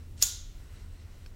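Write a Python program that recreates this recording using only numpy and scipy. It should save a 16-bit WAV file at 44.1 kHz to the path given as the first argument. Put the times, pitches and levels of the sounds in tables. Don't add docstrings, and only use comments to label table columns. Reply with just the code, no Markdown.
import sys
import numpy as np
from scipy import signal
from scipy.fft import rfft, irfft
from scipy.io import wavfile
from scipy.ndimage import uniform_filter1d

SR = 44100
rng = np.random.default_rng(int(sys.argv[2]) if len(sys.argv) > 2 else 0)


def to_linear_factor(level_db):
    exponent = np.asarray(level_db, float) / 20
    return 10 ** exponent


def inscribe(sig):
    pcm = np.round(np.clip(np.atleast_2d(sig).T, -1, 1) * 32767)
    wavfile.write(sys.argv[1], SR, pcm.astype(np.int16))


N = 59535

# start in [s], level in [dB], snap pitch in [Hz], snap T60 in [s].
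TEETH = [
    (.2238, -11, 13500, .003),
    (.2249, -2.5, 5200, .004),
    (.2257, -5.5, 6600, .006),
    (.2269, -11, 4600, .003),
    (.2275, -11, 6100, .006),
    (.2297, -14, 7200, .01),
    (.2322, -18, 6900, .03),
    (.2348, -13, 6800, .011),
    (.2377, -17, 6600, .012),
]
# start in [s], level in [dB].
TICKS = [
    (1.2612, -46),
]
STRIKE_S = TEETH[1][0]


def curve(table, at, col=1):
    rows = np.array(table)
    return np.interp(at, rows[:, 0], rows[:, col])


def colour(x, table, col=1):
    hz = np.arange(len(x) // 2 + 1) * SR / len(x) + 1
    rows = np.array(table)
    gain_db = np.interp(np.log(hz), np.log(rows[:, 0]), rows[:, col], -90)
    return irfft(rfft(x) * to_linear_factor(gain_db), len(x))


def level(x, db):
    return x * to_linear_factor(db) / np.sqrt(np.mean(x ** 2))


def coloured_noise(table, db):
    return level(colour(rng.standard_normal(N), table), db)


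def walk(rate_hz):
    k = int(SR / rate_hz)
    smooth = uniform_filter1d(rng.standard_normal(N), k)
    return level(uniform_filter1d(smooth, k), 0)


def ring(start, hz, db, t60, phase=0):
    contact_s = .00015
    out = np.zeros(N)
    at = int(start * SR) + 1
    t = np.arange(at, min(N, at + int(2 * t60 * SR) + 9)) / SR - start
    onset = 1 - np.exp(-t / contact_s)
    out[at:at + len(t)] = to_linear_factor(db - 60 * t / t60) * np.sin(2 * np.pi * hz * t + phase) * onset
    return out


def burst(start, db, t60):
    return ring(start, 0, db, t60, np.pi / 2)


def teeth():
    # frequency in [Hz], level in [dB], T60 in [s].
    hood = [(2400, -45, 0.0031), (3700, -42, .008), (4380, -14, 0.0027), (4800, -17, 0.0029),
            (5820, -1, .008), (6050, -12, .012), (7210, -9.5, 0.028), (7540, -23, 0.06),
            (9300, -21.5, 0.015), (11000, -18.5, 0.01), (13500, -27, .008), (14870, -22, .006)]
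    # frequency in [Hz], level in [dB].
    crack_colour = [(300, -26), (1500, -26.5), (3000, -12.5), (4500, -10), (7000, 3.5), (9000, -5),
                    (13000, -4.5), (16000, -12.5)]
    hood_db, crack_db, crack_t60_s = -17, -13, 0.0099
    out = np.zeros(N)
    noise = coloured_noise(crack_colour, 0)
    for start, db, snap_hz, snap_t60 in TEETH:
        out += ring(start, snap_hz, db, snap_t60)
        out += noise * burst(start, db + crack_db, crack_t60_s)
        for hz, mode_db, t60 in hood:
            detune, uneven = rng.standard_normal(2)
            out += ring(start, hz * (1 + .015 * detune), db + mode_db + hood_db + 2.5 * uneven, t60)
    return out


def body():
    # frequency in [Hz], level in [dB], T60 in [s].
    body_modes = [(410.4, -41.5, 0.016), (650, -33.5, .025), (1126, -41.5, 0.056), (1645, -35.5, .02),
                  (2100, -46.5, 0.011)]
    return sum(ring(STRIKE_S, *mode) for mode in body_modes)


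def drag():
    # time in [s], level in [dB].
    swell = [
        (.16, -81.5),
        (.18, -54.5),
        (.19, -58.5),
        (.203, -53.5),
        (.214, -44),
        (.222, -31.5),
        (.226, -35.5),
        (.24, -34.5),
        (.25, -64),
    ]
    # frequency in [Hz], level in [dB].
    drag_colour = [(600, -41), (1200, -10), (2400, -6), (4000, -2), (6000, -2), (7500, -0.5), (9500, -7.5),
                   (11000, -21.5)]
    grit_per_s, grit_spread_db = 9000, 2.5
    t = np.arange(N) / SR
    chance, side, size = rng.random((N, 3)).T
    clicks = (chance < grit_per_s / SR) * np.sign(side - .5)
    grit = clicks * to_linear_factor(-grit_spread_db * np.log(size))
    scrape = level(colour(grit, drag_colour + [(16000, -36.5)]), 0)
    top = level(colour(grit, [(8500, -27.5), (11500, 1.5), (16000, -8.5)]), -3)
    fast = np.interp(t, (.205, .222), [0, 1])
    return (scrape + fast * top) * to_linear_factor(curve(swell, t)) * (t < swell[-1][0])


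def room():
    # frequency in [Hz], tail level in [dB], T60 in [s].
    room_tail = [(500, -29, 0.43), (1500, -23.5, .55), (2670, -22, 0.63), (3516, -9, 0.57),
                 (5010, -10, .52), (7070, 0, 0.43), (8100, -11, 0.34), (16040, -13.5, 0.24)]
    delay_s, build_s = 0.0013, .008
    third, sixth = 2 ** (1 / 3), 2 ** (1 / 6)
    t = np.arange(N) / SR
    noise = coloured_noise(room_tail, -25)
    tail = np.zeros(N)
    for hz in 400 * 2 ** np.arange(0, 17 / 3, 1 / 3):
        band_shape = [(hz / third, -40), (hz / sixth, -6), (hz, 0), (hz * sixth, -6), (hz * third, -40), (SR, -90)]
        tail += colour(noise, band_shape) * to_linear_factor(-60 * t / curve(room_tail, hz, col=2))
    tail *= 1 - np.exp(-np.maximum(t - delay_s, 0) / build_s)
    hits = [(STRIKE_S, 0), (TICKS[0][0], -46)]
    return sum(to_linear_factor(db) * np.pad(tail, (int(start * SR), 0))[:N] for start, db in hits)


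def bowl():
    return ring(STRIKE_S, hz=1434, db=-51, t60=0.59)


def ticks():
    # frequency in [Hz], level in [dB], T60 in [s].
    tick_modes = [(1600, -1, .016), (2500, 2, .009), (3200, -2, .008), (4480, -2, .022), (5330, -7, .045),
                  (7800, -13, .015)]
    noise = coloured_noise([(700, -27), (1500, -11), (6000, -9), (10000, -17), (16000, -25)], 0)
    out = np.zeros(N)
    for start, db in TICKS:
        out += noise * burst(start, db - 11, .025)
        out += sum(ring(start, hz, db + mode_db, t60) for hz, mode_db, t60 in tick_modes)
    return out


def rustle():
    # time in [s], level in [dB].
    swells = [(0, -64.5), (.06, -68.5), (.11, -72.5), (.5, -66.5), (.66, -63.5), (.8, -61), (.86, -63.5),
              (.89, -67), (1.0, -63.5), (1.06, -65.5), (1.14, -64.5), (1.19, -65.5), (1.24, -63.5),
              (1.3, -68.5), (1.35, -70)]
    # frequency in [Hz], level in [dB].
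    rustle_colour = [(400, -9.5), (1000, 0.5), (1800, 3), (2800, -1.5), (4500, -3.5), (8000, -6),
                     (11000, -18), (16000, -24)]
    rub = coloured_noise(rustle_colour, 0)
    patches = np.zeros(N)
    for hz in 500 * 2 ** np.arange(0, 5.1, .5):
        patch = colour(rub, [(hz / 2, -40), (hz, 0), (2 * hz, -40), (SR, -90)])
        patches += patch * to_linear_factor(1.8 * walk(25))
    return level(patches, 0) * to_linear_factor(curve(swells, np.arange(N) / SR))


def hum():
    # frequency in [Hz], rms level in [dB].
    hum_lines = [
        (80.7, -56),
        (242.2, -74.5),
    ]
    t = np.arange(N) / SR
    return sum(np.sqrt(2) * to_linear_factor(db + 4.6 * walk(3.1)) * np.sin(2 * np.pi * hz * t) for hz, db in hum_lines)


def rumble():
    # frequency in [Hz], level in [dB].
    rumble_colour = [(12, -32), (20, 0), (38, 2), (54, -5.5), (86, -4.5), (99, -4.5), (113, -13),
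                     (140, -27), (180, -63), (310, -120)]
    steady = coloured_noise(rumble_colour + [(200, -51.5)], -46.5)
    return steady * to_linear_factor(1.3 * walk(4) + 1.5 * walk(25))


def hiss():
    # frequency in [Hz], level in [dB].
    shop_colour = [(76, -38), (130, -5), (258, -14.5), (363, -15.5), (881, -29), (1320, -31.5), (1490, -45),
                   (2560, -34.5), (16000, -48)]
    return coloured_noise([(90, -30)] + shop_colour, -59.5) * to_linear_factor(0.78 * walk(7.9))


def scene():
    near = teeth() + body() + drag() + ticks()
    surroundings = room() + bowl()
    workshop = rumble() + hum() + hiss() + rustle()
    return (near + surroundings + workshop)[None]


def top_cut(x):
    return signal.sosfilt(signal.butter(12, 16400, fs=SR, output="sos"), x)


def record(dry):
    low_pass = signal.ellip(8, .2, 70, 15800, fs=SR, output="sos")
    mix = signal.sosfilt(low_pass, dry)
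    return top_cut(mix)


dry = scene()
out = record(dry)
inscribe(out)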